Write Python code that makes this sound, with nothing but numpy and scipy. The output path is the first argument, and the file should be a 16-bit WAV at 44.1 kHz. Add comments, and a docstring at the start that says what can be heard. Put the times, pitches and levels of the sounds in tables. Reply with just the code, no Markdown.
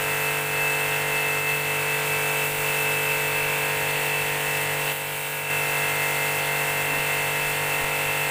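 """In a concrete pig pen, a pressure washer runs while its jet sweeps the wet floor.
The three-plunger pump repeats the same knocks at every turn of its motor; its housing whines on two
multiples of the motor speed. Filtered noise makes the machine's rush, the hissing, flaring jet and a low
rumble with a few puffs of air. Rough pulses through throat and snout resonances make two faint pig grunts.
The machine's sound sags a few times early on, and the level dips briefly past the middle."""
import sys
import numpy as np
from scipy import signal
from scipy.fft import rfft, irfft
from scipy.io import wavfile

SR = 44100
rng = np.random.default_rng(int(sys.argv[2]) if len(sys.argv) > 2 else 0)


def materialize(psi):
    """Save the field psi as 16-bit PCM at rate SR to the path in sys.argv[1].

    A 1-D psi becomes a single channel; in a 2-D psi each row is a channel.
    """
    bounded = np.clip(np.atleast_2d(psi).T, -1, 1)
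    quanta = np.round(bounded * 32767).astype(np.int16)
    wavfile.write(sys.argv[1], SR, quanta)


N = 366030
TIME = np.arange(N) / SR  # seconds
BINS = np.fft.rfftfreq(N, 1 / SR)  # Hz


def gain_of(db):
    """Turns decibels into an amplitude factor."""
    return 10 ** (np.asarray(db) / 20)


def evened(x):
    """Scales a signal to an rms (average strength) of one."""
    return x / np.sqrt(np.mean(abs(x) ** 2) + 1e-20)


def read(points, hz):
    """Reads a spectrum in dB at any frequency, in straight lines over log frequency."""
    point_hz, point_db = np.transpose(points)
    return np.interp(np.log(hz + 1), np.log(point_hz + 1), point_db)


def follow(rows):
    """Draws each column of a table as a curve over time, one value per sample."""
    seconds, *columns = np.transpose(rows)
    return [np.interp(TIME, seconds, column) for column in columns]


def swells(rows):
    """Adds up a smooth rise and fall in dB for each row (middle, length, height)."""
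    total_db = 0
    for middle, length, height_db in rows:
        position = np.clip((TIME - middle) / length, -.5, .5)
        total_db = total_db + height_db * np.cos(np.pi * position) ** 2
    return total_db


def colour(x, points):
    """Filters a sound by a spectrum, making some pitches louder than others."""
    return irfft(rfft(x) * gain_of(read(points, BINS)), N)


def resonate(x, hz, width):
    """Passes a sound through one resonance, half as strong one width away, and evens it."""
    response = 1 / (1 + ((BINS - hz) / width) ** 2)
    return evened(irfft(rfft(x) * response, N))


def wander(rate_hz, size=2048):
    """Makes a smooth random complex curve of rms one, moving up to about rate_hz."""
    hz = np.fft.fftfreq(size, N / SR / size)
    chance = rng.standard_normal(size) + 1j * rng.standard_normal(size)
    curve = np.fft.ifft(chance / (1 + (hz / rate_hz) ** 2))
    return np.interp(TIME, np.linspace(0, N / SR, size), evened(curve))


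# How fast the motor shaft spins.
# Each row: time in seconds, speed in turns per second.
SHAFT_SPEED = [(0, 48.78), (2.6, 48.77), (4.1, 48.82), (6.2, 48.84), (8.3, 48.82)]


def shaft_angle(jitter=0.0017, jitter_hz=9):
    """The motor's angle in radians adds up its speed; the load shakes it slightly."""
    turning = 2 * np.pi * np.cumsum(follow(SHAFT_SPEED)[0]) / SR
    return turning + jitter * wander(jitter_hz).real


# Slow drift in the strength of the pump, before the pump's own trims.
# Each row: time in seconds, then thud, buzz, rattle and clatter in dB.
PUMP_DRIFT = [(0, -36, -33.5, -33.5, -31.5), (1.2, -36, -33, -34, -31.5), (3.1, -35, -33.5, -34.5, -31),
              (3.9, -37.2, -32.5, -37.5, -30.2), (4.9, -38.3, -33.7, -37, -32),
              (5.9, -38.5, -32, -34.5, -31), (8.3, -40, -33, -35.5, -31)]
# Short sags in the machine's sound.
# Each row: middle in seconds, length in seconds, depth in dB.
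SAGS = [(.46, .2, 2), (1.44, 0.13, 2.5), (1.61, 0.35, 1.6), (2.53, 0.21, 2)]


def pump_gains():
    """Strength of thud, buzz, rattle and clatter over time; all four sag together."""
    return gain_of(np.array(follow(PUMP_DRIFT)) - swells(SAGS))


# Knocks within one turn of the shaft; they set the timing of the sound, not its loudness.
# Each row: place in the turn from 0 to 1, pitch in Hz, width in Hz, weight in dB.
KNOCKS = [(.83, 476, 270, -2.5), (.42, 450, 210, -13), (0.95, 934, 262, -2.5), (.5, 850, 166, -2.5),
          (.18, 1376, 514, -1.5), (.8, 1390, 510, -8), (.05, 2080, 590, -6.5), (.38, 2200, 650, -4),
          (.55, 1860, 750, -2.5), (.72, 2030, 970, -9)]


def knock_phase(orders, smear=1.23, scatter=0.19):
    """Each knock has its place in the turn, smeared over its band; the walls scatter the timing."""
    order_hz = orders * np.mean(follow(SHAFT_SPEED))
    arrival = scatter * (rng.standard_normal(len(orders)) + 1j * rng.standard_normal(len(orders)))
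    for place, hz, width, db in KNOCKS:
        # the higher part of each knock comes later
        band = np.exp(-(1 + 1j * smear) * ((order_hz - hz) / width) ** 2)
        timing = np.exp(-2j * np.pi * (orders * place + rng.random()))
        arrival = arrival + gain_of(db) * band * timing
    return np.angle(arrival)


def revolve(angle, knocks, orders, db, flutter, drift, flutter_hz=11, drift_hz=0.53, count=3, size=8192):
    """One turn's sound, repeated; shifting echo paths make each order (shaft multiple) waver."""
    place = angle / (2 * np.pi) % 1 * size
    index = np.round(orders).astype(int)

    def repeat(phase):
        """Builds one turn from its orders and plays it again at every turn."""
        lines = np.zeros(size // 2 + 1, complex)
        lines[index] = gain_of(db) * np.exp(1j * phase)
        one_turn = irfft(lines) * size
        return np.interp(place, np.arange(size), one_turn)

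    sound = repeat(knocks[index])
    for _ in range(count):
        shifting = (flutter * wander(flutter_hz) + drift * wander(drift_hz)).real
        echo = repeat(2 * np.pi * rng.random(len(orders)))
        sound = sound + shifting * np.sqrt(2 / count) * echo
    return evened(sound)


# The pump's sound from hum up to clatter; each group of rows is later set to its own level.
# Each row: multiple of the shaft speed, relative level in dB.
PUMP_ORDERS = [(1, -31), (2, -16.5), (3, -1), (4, -27), (5, -23.5), (6, -11.0), (7, -15.5), (8, -29.5),
               (9, 3), (10, -4.5), (11, -3.5), (12, -13.5), (13, -8), (14, -6.5), (15, -7), (16, -9),
               (17, -5.0), (18, -10), (19, -1.5), (20, -16), (21, -17.5), (22, -16.5), (23, -14.5),
               (24, -18), (25, -10.5), (26, -14.5), (27, -10.5), (28, -6), (29, -8.5), (30, -7),
               (31, -15.5), (32, -5.5), (33, -14), (34, -6.5), (35, -8.5), (36, -8), (37, -12.5), (38, -3),
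               (39, -6.5), (40, -5.5), (41, -4), (42, -5.5), (43, 0), (44, -13), (45, -8.5), (46, -8.5),
               (47, -5.5), (48, -10), (49, -6.5), (50, -5.5), (51, -17), (52, -10.5), (53, -26)]
# Valve ticking, mostly above the whine.
# Each row: pitch in Hz, relative level in dB of each order there.
TICKING = [(2730, -10.5), (2870, -12.5), (2950, -15), (3250, -21.5), (3750, -22), (3950, -26.5),
           (4500, -23.5), (4800, -38), (5900, -59), (6700, -47), (8200, -24.5), (9500, -33)]
MAINS_HZ = 100


def pump(angle, hum_db=-38.0, thud_db=-0.4, buzz_db=-0.3, rattle_db=-1, clatter_db=-0.65,
         ticking_db=-6.5, mains_db=-56):
    """Plunger strokes hum, thud and buzz; valves rattle, clatter and tick less evenly; mains hums below."""
    thud_gain, buzz_gain, rattle_gain, clatter_gain = pump_gains()
    # groups: orders 1-7, 8-9, 10-20, 21-34 and 35-53
    groups = np.split(np.array(PUMP_ORDERS), [7, 9, 20, 34])
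    hum, thud, buzz, rattle, clatter = (group.T for group in groups)
    fine = np.arange(56, 195)  # orders of the ticking
    fine_db = read(TICKING, fine * np.mean(follow(SHAFT_SPEED)))
    knocks = knock_phase(np.arange(fine[-1] + 1))  # all groups share the same knocks

    mix = gain_of(mains_db) * evened(np.sin(2 * np.pi * MAINS_HZ * TIME))
    mix += gain_of(hum_db) * revolve(angle, knocks, *hum, flutter=0.11, drift=0.046)
    mix += gain_of(thud_db) * thud_gain * revolve(angle, knocks, *thud, flutter=0.063, drift=0.033)
    mix += gain_of(buzz_db) * buzz_gain * revolve(angle, knocks, *buzz, flutter=0.13, drift=0.15)
    mix += gain_of(rattle_db) * rattle_gain * revolve(angle, knocks, *rattle, flutter=0.24, drift=0.37)
    mix += gain_of(clatter_db) * clatter_gain * revolve(angle, knocks, *clatter, flutter=0.33, drift=0.4)
    ticking = revolve(angle, knocks, fine, fine_db, flutter=0.63, drift=0.52)
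    return mix + gain_of(ticking_db) * clatter_gain * ticking


# The whine passes slowly from its lower tone to both, before sags and echo.
# Each row: time in seconds, lower tone in dB, upper tone in dB.
WHINE_LEVELS = [(0, -32, -45), (.28, -28, -48), (.48, -31.5, -43), (.7, -28, -46), (1.02, -40, -37),
                (1.13, -29.8, -43), (2.1, -30.5, -46), (2.5, -34, -36), (3.15, -31, -41), (4.2, -34.5, -37),
                (4.65, -39, -37), (5.03, -42, -36.5), (5.22, -46, -44), (5.48, -33, -34.5), (6.1, -37, -39),
                (6.85, -34.5, -33.7), (7.45, -34, -37), (8.3, -34, -35.5)]
# The two whining tones, lower then upper, as multiples of the shaft speed.
WHINE_ORDERS = (54, 55)


def whine(angle, echo_db=(-41, -45), echo_hz=6):
    """Orders near a housing resonance sing out; a shifting echo makes each flutter, most when weak."""
    tones = 0
    for order, db, echo in zip(WHINE_ORDERS, follow(WHINE_LEVELS), echo_db):
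        strength = gain_of(db) + gain_of(echo) * wander(echo_hz)
        tones = tones + strength * np.exp(1j * order * angle)
    return gain_of(-swells(SAGS)) * np.sqrt(2) * tones.real  # root 2 turns rms into peak


# Colour of the rush of the motor fan and the water in the pump.
# Each row: pitch in Hz, relative level in dB per Hz.
RUSH_COLOUR = [(60, -8), (150, 0.5), (330, -4.5), (480, 0.5), (800, 1), (1250, 0.5), (1600, 4.5),
               (2300, 3.5), (2800, 2), (3300, 2.5), (4200, -9.5), (6000, -12)]
# Housing resonances that ring within the rush.
# Each row: pitch in Hz, width in Hz, level in dB.
HOUSING = [(1044, 66, -43.5), (2135, 54, -49.5), (2593, 65, -41)]


def rush(angle, level_db=-35.0, throb=0.12, order=3):
    """Turbulence makes noise that surges with each plunger; added noise rings in the housing."""
    surge = 1 + throb * np.cos(order * angle)
    turbulence = colour(rng.standard_normal(N), RUSH_COLOUR)
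    noise = gain_of(level_db) * evened(turbulence * surge)
    for hz, width, db in HOUSING:
        noise = noise + gain_of(db) * resonate(rng.standard_normal(N), hz, width)
    return noise * evened(pump_gains()[-1])  # swells and sags like the clatter


# The jet as it sweeps the floor, before wavering, sags, flares and the recorder's band limit.
# Each row: time in seconds, hiss in dB, mist fizz in dB.
JET_SWEEP = [(0, -37.7, -29), (1.7, -37.5, -30), (2.1, -36.5, -28.3), (3.2, -37, -27.5), (3.6, -38, -29),
             (4.7, -37, -29), (5.3, -37.5, -30), (5.7, -36.5, -28), (6.6, -37.5, -29), (8.3, -37.5, -29.5)]
# Colour of the jet; hiss and fizz are later set to their own levels.
# Each row: pitch in Hz, relative level in dB per Hz.
SPRAY_COLOUR = [(500, -12), (3000, -9), (5900, -8.3), (7000, -5), (8150, -.6), (8900, -2.7), (9400, -2.3),
                (9750, -5.2), (10700, -5.8), (11300, -1.6), (11850, -6), (13000, -5.2), (14850, -1.3),
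                (15300, 2.8)]
# The mist flares up or thins for a moment.
# Each row: middle in seconds, length in seconds, change in dB.
FLARES = [(.25, .14, 1), (.39, .12, 1), (1.54, .2, 2.5), (2.46, .1, 2), (4.89, .24, 2.5), (5.46, .12, -5),
          (5.58, .14, 2)]


def jet(angle, throb=0.031, drops_per_s=2500, spatter=0.39, waver_db=0.48, waver_hz=6,
        sag_share=0.65, order=3):
    """Fine spray and single drops strike the concrete, a little harder at each plunger stroke."""
    drops = rng.standard_normal(N) * (rng.random(N) < drops_per_s / SR)
    stroke = 1 + throb * np.cos(order * angle)
    water = (rng.standard_normal(N) + spatter * evened(drops)) * stroke
    spray = rfft(colour(water, SPRAY_COLOUR))
    mist_share = 1 / (1 + (10000 / (BINS + 1)) ** 16)  # hiss below 10 kHz, mist fizz above
    hiss = evened(irfft(spray * (1 - mist_share), N))
    fizz = evened(irfft(spray * mist_share, N))
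    hiss_db, fizz_db = follow(JET_SWEEP) + waver_db * evened(wander(waver_hz).real)
    hiss_gain = gain_of(hiss_db - sag_share * swells(SAGS))
    fizz_gain = gain_of(fizz_db + swells(FLARES))
    return hiss_gain * hiss + fizz_gain * fizz


# Colour of the low rumble.
# Each row: pitch in Hz, relative level in dB per Hz.
RUMBLE_COLOUR = [(8, -5), (20, 3), (45, -3), (80, -3), (130, -10), (300, -30), (900, -70)]
# Puffs of air on the microphone.
# Each row: middle in seconds, length in seconds, dB above the rumble.
GUSTS = [(2.59, .24, 9), (3.45, .16, 7), (6.99, .26, 9), (7.46, .18, 12), (7.83, .18, 16)]


def rumble(level_db=-57, stir_db=1.8, stir_hz=3):
    """Stirring air is low noise of wandering strength, with a few stronger puffs."""
    db = level_db + stir_db * evened(wander(stir_hz).real) + swells(GUSTS)
    return gain_of(db) * evened(colour(rng.standard_normal(N), RUMBLE_COLOUR))


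# The pig's grunts.
# Each row: start in seconds, length in seconds, level in dB, pulses per second, mouth opening 0 to 1.
GRUNTS = [(6.83, 0.19, -37.5, 45, 0.7), (7.745, .14, -35.5, 64, 1)]
# Resonances of the pig's throat and snout, lowest first.
# Each row: pitch in Hz, width in Hz, relative level in dB.
SNOUT = [(276, 43, 0), (1030, 50, 5), (1910, 130, 5)]


def pig(rough=0.5):
    """Slow, rough pulses pass the snout; an open mouth lets the upper resonances out."""
    out = np.zeros(N)
    for start, length, db, rate, mouth in GRUNTS:
        swell = np.sin(np.pi * np.clip((TIME - start) / length, 0, 1))
        pulses = np.diff(np.floor(TIME * rate), prepend=0)
        drive = evened(pulses) + rough * rng.standard_normal(N)
        chest, *upper = (gain_of(level) * resonate(drive, hz, width) for hz, width, level in SNOUT)
        out += gain_of(db) * swell * evened(chest + mouth * sum(upper))
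    return out


def scene():
    """Adds all the sounds at one microphone, alike in both channels."""
    angle = shaft_angle()
    mix = pump(angle) + whine(angle) + rush(angle) + jet(angle) + rumble() + pig()
    return np.array([mix, mix])


# The level dips briefly.
# Each row: time in seconds, depth from 0 to 1.
DIP = [(4.915, 0), (4.935, 1), (5.499, 1), (5.502, 0)]
# How much each pitch loses in the dip.
# Each row: pitch in Hz, change in dB at full depth.
DIP_COLOUR = [(100, -4.4), (3000, -4), (6000, -4), (9000, -2.5), (11500, 0)]
EDGE_HZ = 15520  # upper limit of the recorder


def record(dry):
    """The level dips briefly, the treble least; then the recorder's steep filter limits the band."""
    depth = follow(DIP)[0]
    dipped = (1 - depth) * dry + depth * colour(dry, DIP_COLOUR)
    band_limit = signal.firwin(1023, EDGE_HZ, window=("kaiser", 9), fs=SR)
    return signal.oaconvolve(dipped, band_limit[None], "same")


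dry = scene()
out = record(dry)
materialize(out)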